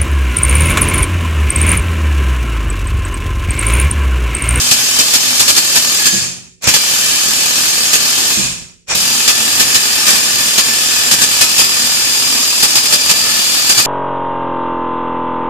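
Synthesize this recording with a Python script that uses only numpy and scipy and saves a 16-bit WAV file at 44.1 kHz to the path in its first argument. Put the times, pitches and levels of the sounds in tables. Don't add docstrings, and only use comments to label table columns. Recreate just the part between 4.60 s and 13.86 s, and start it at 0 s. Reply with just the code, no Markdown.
import sys
import numpy as np
from scipy import signal
from scipy.fft import rfft, irfft, next_fast_len
from scipy.io import wavfile
from scipy.ndimage import uniform_filter1d

SR = 44100
rng = np.random.default_rng(int(sys.argv[2]) if len(sys.argv) > 2 else 0)


def dump(signal):
    limited = np.clip(np.atleast_2d(signal).T, -1, 1)
    pcm = np.round(limited * 32767).astype(np.int16)
    wavfile.write(sys.argv[1], SR, pcm)


N = 408366


def amp(db):
    return 10 ** (np.asarray(db) / 20)


def unit(x):
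    return x / np.sqrt(np.mean(x ** 2) + 1e-20)


def along(points, hz):
    f, v = np.transpose(points)
    return np.interp(np.log(hz + 1), np.log(f + 1), v)


def clock():
    return np.arange(-(SR // 2), N) / SR


def curve(rows):
    s, value = np.transpose(rows)
    return np.interp(clock(), s, value)


def noise():
    return rng.standard_normal((2, len(clock())))


def filtered(x, gain):
    size = next_fast_len(x.shape[-1] + SR // 4)
    spectrum = rfft(x, size) * gain(np.fft.rfftfreq(size, 1 / SR))
    return irfft(spectrum, size)[..., :x.shape[-1]]


def resonances(modes, hz):
    return sum(amp(db) ** 2 / (1 + (2 * (hz - centre) / width) ** 2) for centre, width, db in modes)


def ring(x, power, size=16384):
    cepstrum = irfft(np.log(power(np.fft.rfftfreq(size, 1 / SR)) + 1e-12) / 2)
    response = irfft(np.exp(rfft(2 * cepstrum[:size // 2], size)))[:size // 2]
    response = response / np.linalg.norm(response)
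    return signal.fftconvolve(x, response[None], axes=1)[:, :x.shape[1]]


# frequency in Hz, relative level in dB.
BACKGROUND_COLOUR = [(24, -26.5), (40, 11), (476, 19), (899, -36), (2460, -35), (2920, -27.5), (7400, -32),
                     (14000, -51)]


def background():
    return amp(-66) * unit(filtered(noise(), lambda hz: amp(along(BACKGROUND_COLOUR, hz))))


# frequency in Hz, time to fall by 60 dB in seconds.
ROOM_DECAY = [(100, 0.91), (400, 0.33), (1100, 0.33), (2500, 0.48), (5000, 0.47), (9000, 0.49),
              (13000, 0.36)]
# frequency in Hz, level in dB.
WALL_COLOUR = [(100, -3), (7500, 0), (10000, -0.5), (14000, 1)]


def workshop(source, count=40):
    x = filtered(source, lambda hz: amp(along(WALL_COLOUR, hz)))
    n, tail_size = x.shape[1], SR * 2 // 3
    hop = n // count + 1
    out = np.zeros((2, n + 2 * tail_size))
    for start in range(-hop, n, hop):
        hz, t, cells = signal.stft(rng.standard_normal((2, tail_size)), SR, nperseg=256)
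        fade = amp(-60 * t / along(ROOM_DECAY, hz)[:, None])
        tail = signal.istft(cells * fade, SR, nperseg=256)[1]
        i = np.arange(max(start, 0), min(start + 2 * hop, n))
        piece = x[:, i] * np.sin(np.pi * (i - start) / (2 * hop))
        echo = signal.fftconvolve(piece, tail / np.linalg.norm(tail[0]), axes=1)
        out[:, i[0] + SR // 250:][:, :echo.shape[1]] += echo
    return out[:, :n]


# frequency in Hz, relative level in dB, time to fall by 60 dB in seconds.
BODY_MODES = [(127.5, -2.5, 0.55), (176, -9.5, 0.81), (197, 13.5, 0.15), (238, 1, 0.15), (336, 4.5, 0.15),
              (374, -18, 0.81), (530, -14, 0.41), (886, -15, .4)]
# start in seconds, level in dB.
BRAKE_JOLTS = [(1.527, -12.5), (3.772, -15)]


def brake(attack_s):
    out = np.zeros((2, len(clock())))
    t = np.arange(SR) / SR
    for s, jolt_db in BRAKE_JOLTS:
        hum = np.zeros((2, SR))
        for hz, mode_db, t60 in BODY_MODES:
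            phase = rng.uniform(0, 2 * np.pi, (2, 1))
            hum += amp(mode_db - 60 * t / t60) * np.sin(2 * np.pi * hz * t + phase)
        out[:, np.searchsorted(clock(), s):][:, :SR] += amp(jolt_db) * hum * (1 - np.exp(-t / attack_s))
    return out


# trigger in seconds, run-up time in seconds, relative level at full speed in dB.
MOTOR_RUN_UPS = [(1.998, .08, 0), (4.257, 0.057, -7.5)]
SPEED_POWER, FREE_RUN_S, LOAD_DB_PER_S = 3.2, .015, 481
COAST_DB, COAST_RISE_S, COAST_DB_PER_S = -14, 0.022, 115.5
CREEP_DB, STANDSTILL_S = -56, 0.35


def gear_level():
    t = clock()
    level = np.zeros(len(t))
    for s, run_up_s, db in MOTOR_RUN_UPS:
        speed = np.clip((t - s) / run_up_s, 0, 1)
        loaded_s = np.maximum(t - s - run_up_s - FREE_RUN_S, 0)
        level += speed ** SPEED_POWER * amp(db - LOAD_DB_PER_S * loaded_s)
    for s, _ in BRAKE_JOLTS:
        corners = [-COAST_RISE_S, 0, STANDSTILL_S, STANDSTILL_S + COAST_RISE_S]
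        turning = np.interp(t - s, corners, [0, 1, 1, 0])
        coast = amp(COAST_DB - COAST_DB_PER_S * np.maximum(t - s, 0))
        level += turning * (coast + amp(CREEP_DB))
    return level


# frequency in Hz, relative level in dB.
GEAR_COLOUR = [(24, -41.5), (40, -9), (118, -8), (239, -16), (525, -5.5), (1580, -6), (2640, -7),
               (5000, -7.5), (6710, -5), (9230, -19), (14000, -33)]
# frequency in Hz, width in Hz, relative level in dB.
GEAR_CASE_MODES = [(2450, 200, -1.5), (5630, 60, 6), (7000, 400, -3), (8100, 150, -5)]


def motor(tooth_hz, rough):
    level = gear_level()
    mesh = 1 + rough * np.sin(2 * np.pi * np.cumsum(tooth_hz * level ** .2) / SR)
    power = lambda hz: amp(along(GEAR_COLOUR, hz)) ** 2 + resonances(GEAR_CASE_MODES, hz)
    return level * mesh * unit(ring(noise(), power))


# start in seconds, clack level in dB, thud level in dB.
DRIVE_KNOCKS = [(1.526, -21, -15), (2.023, -22, -43), (2.033, -18, -42), (2.042, -10, -33), (2.073, -4, -2),
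                (3.773, -26, -15), (4.286, -26, -40), (4.351, 9, 1)]
# frequency in Hz, relative level in dB.
CRACK_COLOUR = [(25, -33), (60, -14.5), (130, -6), (400, -5.5), (1000, -6), (2000, -6), (2600, -3),
                (4000, 1.5), (7000, 0.0), (8400, -1.05), (10000, -3), (14200, -6.5)]
# frequency in Hz, relative level in dB.
THUD_COLOUR = [(25, -12), (80, 4.5), (200, -4.5), (400, -12), (1500, -24), (6000, -75)]


def knocks(clack_s, thud_s):
    t = clock()
    fade = lambda s, life: (t >= s) * np.exp(-np.abs(t - s) / life)
    clacks = sum(amp(db) * fade(s, clack_s) for s, db, _ in DRIVE_KNOCKS)
    thuds = sum(amp(db) * fade(s, thud_s) for s, _, db in DRIVE_KNOCKS)
    coloured = lambda colour: unit(filtered(noise(), lambda hz: amp(along(colour, hz))))
    return clacks * coloured(CRACK_COLOUR) + thuds * coloured(THUD_COLOUR)


# first blow in seconds, last blow in seconds.
BURSTS = [(-.4, 1.49), (2.07, 3.723), (4.348, 9.4)]


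def blows(rate, contact_s, chatter, scatter_db, jitter_s):
    t = clock()
    times = t[1:][np.diff(np.floor(np.cumsum(rate) / SR)) > 0]
    chance = rng.standard_normal((len(times), 2))
    times = np.sort(times + jitter_s * chance[:, 0])
    last = np.maximum(np.searchsorted(times, t) - 1, 0)
    hit = amp(scatter_db * chance[last, 1]) * np.exp(-np.abs(t - times[last]) / contact_s)
    hammering = sum((t > first) & (t < final) for first, final in BURSTS)
    return unit((hit + chatter) * hammering)


# frequency in Hz, width in Hz, relative level in dB with the
# handle straight, relative level in dB with it swung aside.
STEEL_MODES = [(239.7, 32, 0.5, -1), (872, 20, -4.5, 0), (1208, 91, -2, -0.5), (1524, 9.7, 3.5, -5),
               (1675, 12, 5.5, -9.5), (1754, 60, 1.5, 4.5), (2355, 27, 6, 7), (2535, 36, 5, 7.5),
               (2663, 39, 5.5, 3), (2890, 160, -1, 3.5), (3020, 41, 6, -2.5), (3125, 17.4, 10.5, 6.5),
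               (3446, 124, -0.5, 5), (3650, 250, -2, -5), (4295, 12.5, 11, 0), (4400, 30, 10, -10),
               (4320, 18, -1, 6), (4560, 21, 1, 5), (4838, 137, 3.5, 9.5), (4904, 59, 10, 4),
               (5120, 5.7, 9.5, 13), (5400, 54, 4, 3), (5606, 90, 9, 9), (6350, 25, 14.5, 8),
               (6620, 18, 8, -2), (6725, 64, 8, 8.5), (7257, 107, 7, 7.5), (7540, 107, -1, 0),
               (8070, 71, 7, 1), (8940, 150, -17, 4.5)]
# time in seconds, swing from 0 to 1.
HANDLE_SWING = [(0, .05), (1.5, 0.02), (2.1, .34), (3.7, 0.04), (4.4, .6), (6.1, 1), (6.5, 0.54), (7.0, 1)]


def steel(force):
    swing = np.clip(curve(HANDLE_SWING), 0, 1)
    contact, modes = force * noise(), np.array(STEEL_MODES)
    crack = lambda hz: amp(along(CRACK_COLOUR, hz)) ** 2
    straight = ring(contact, lambda hz: crack(hz) + resonances(modes[:, [0, 1, 2]], hz))
    swung = ring(contact, lambda hz: crack(hz) + resonances(modes[:, [0, 1, 3]], hz))
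    return (1 - swing) * straight + swing * swung


# frequency in Hz, width in Hz, relative level in dB.
SOCKET_MODES = [(4600, 120, -4), (4820, 61, -1.5), (4924, 120, 4.5)]
SQUARE_DB, ASKEW_DB, TIP_AT_S, TIP_TAKES_S = -27, -9, 6.66, 0.37
SLIP_AT_S, SLIP_TAKES_S, SLIP_PITCH = 8.2, 0.78, .95


def socket(force):
    level_db = np.interp(clock() - TIP_AT_S, [0, TIP_TAKES_S], [SQUARE_DB, ASKEW_DB])
    rattle = force * noise() * amp(level_db)
    slip = np.clip((clock() - SLIP_AT_S) / SLIP_TAKES_S, 0, 1)
    before = ring(rattle * np.sqrt(1 - slip), lambda hz: resonances(SOCKET_MODES, hz))
    after = ring(rattle * np.sqrt(slip), lambda hz: resonances(SOCKET_MODES, hz / SLIP_PITCH))
    return before + after


# frequency in Hz, width in Hz, relative level in dB.
PLATE_MODES = [(1670, 30, -8), (1767, 107, 3)]
# time in seconds, relative level in dB.
PLATE_SHAKE = [(0, -47), (1.5, -18.5), (4.4, -30), (4.85, -15), (5.5, -15.5), (6.0, -22), (6.5, -16),
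               (7.0, -27), (9.25, -28)]


def plate(force):
    return ring(force * noise() * amp(curve(PLATE_SHAKE)), lambda hz: resonances(PLATE_MODES, hz))


# frequency in Hz, relative level in dB.
KICK_COLOUR = [(25, -15), (70, -8.5), (120, -2.5), (165, -7), (240, 1), (320, -2), (600, -11.5),
               (1200, -8.5), (4000, -39)]


def kick(force):
    fronts = np.maximum(np.diff(force, prepend=0), 0)
    buzz = unit(ring(fronts[None], lambda hz: amp(along(KICK_COLOUR, hz)) ** 2))
    return amp(-26) * buzz * np.array([[1.2], [.5]])


PACE_HZ, SAG_HZ_PER_S = 40.7, .16


def hammer():
    pace = PACE_HZ - SAG_HZ_PER_S * clock()
    force = blows(pace, contact_s=.0055, chatter=.15, scatter_db=2.2, jitter_s=.0005)
    return amp(6) * (steel(force) + socket(force) + plate(force) + kick(force))


# frequency in Hz, left minus right level in dB.
PORT_BALANCE = [(60, -8.5), (250, -2.5), (800, -3.5), (1200, 4), (1500, -0.5), (2500, 5.5), (3200, 3),
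                (4900, 6), (5600, 3), (6100, -5), (7100, -9), (8200, -7), (9200, -2.5), (13000, -2)]
# frequency in Hz, left-right correlation for equally strong inputs.
PORT_LIKENESS = [(60, 0.2), (280, 0.33), (1350, 0.24), (3500, 0.17), (6400, 0.065), (14000, .03)]


def microphones(x, lag_s=.0001):
    turn = lambda hz: np.arccos(np.clip(along(PORT_LIKENESS, hz), -1, 1)) / 2
    mid, side = filtered(x, lambda hz: np.array([np.cos(turn(hz)), np.sin(turn(hz))]))
    half = np.array([[.5], [-.5]])
    ports = lambda hz: amp(half * along(PORT_BALANCE, hz)) * np.exp(-2j * np.pi * hz * half * lag_s)
    return filtered(np.array([mid + side, mid - side]), ports)


def scene():
    wrench = motor(tooth_hz=330, rough=0.25) + knocks(clack_s=0.0047, thud_s=0.011) + hammer()
    room = workshop(wrench)
    mix = background() + amp(-2.5) * room + brake(attack_s=0.009) + amp(-0.5) * wrench
    return microphones(mix)[:, -N:]


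def overload(x, top, order=6):
    return x / (1 + np.abs(x / top) ** order) ** (1 / order)


def gain_control(x, target_db, window_s, knee):
    power = np.abs(uniform_filter1d(np.mean(x ** 2, axis=0), max(int(window_s * SR), 1)))
    return x / (1 + (power / amp(target_db) ** 2) ** knee) ** (.5 / knee)


JUMP_DB, JUMP_ATTACK_S, JUMP_HOLD_S, DIP_DB, DIP_S = 6, 0.0019, .018, -1.4, 0.013


def jump(t, release_s):
    corners = np.cumsum([0, JUMP_ATTACK_S, JUMP_HOLD_S, release_s, DIP_S, DIP_S])
    return np.interp(t, corners, [0, JUMP_DB, JUMP_DB, 0, DIP_DB, 0])


def flutter(t, spread_db=.45, steps_per_s=47):
    steps = np.arange(0, t[-1] + 1, 1 / steps_per_s)
    stepped_db = spread_db * rng.standard_normal(len(steps))[np.searchsorted(steps, t)]
    return uniform_filter1d(stepped_db, SR // 500)


# start in seconds, release in seconds.
LEVEL_JUMPS = [(.11, 0.022), (.388, 0.022), (.536, 0.026), (.794, .025), (.879, 0.026), (.964, 0.02),
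               (1.156, 0.027), (1.455, .03), (2.073, 0.028), (2.138, 0.024), (3.331, 0.028), (4.676, 0.031),
               (4.995, .03), (5.144, .02), (5.466, 0.12), (5.977, 0.023), (6.511, 0.028), (6.616, 0.021),
               (6.809, 0.029), (6.98, .07), (8.025, 0.022), (8.153, 0.033), (8.323, 0.028), (8.494, .02),
               (9.092, .03), (9.177, .03)]
TOP_HZ = 14550


def record(dry):
    t = np.arange(N) / SR
    band = lambda hz: np.clip((TOP_HZ - hz) / 300 + .5, 0, 1)
    x = overload(dry, top=2.2)
    x = filtered(x, lambda hz: band(hz) * hz / np.hypot(hz, 45))
    jump_db = sum(jump(t - s, release_s) for s, release_s in LEVEL_JUMPS)
    x = gain_control(x, target_db=-11.0, window_s=0.021, knee=0.87)
    x = x * amp(jump_db + flutter(t))
    x = overload(x, top=1.05, order=12)
    return filtered(x, band)


dry = scene()
out = record(dry)
dump(out)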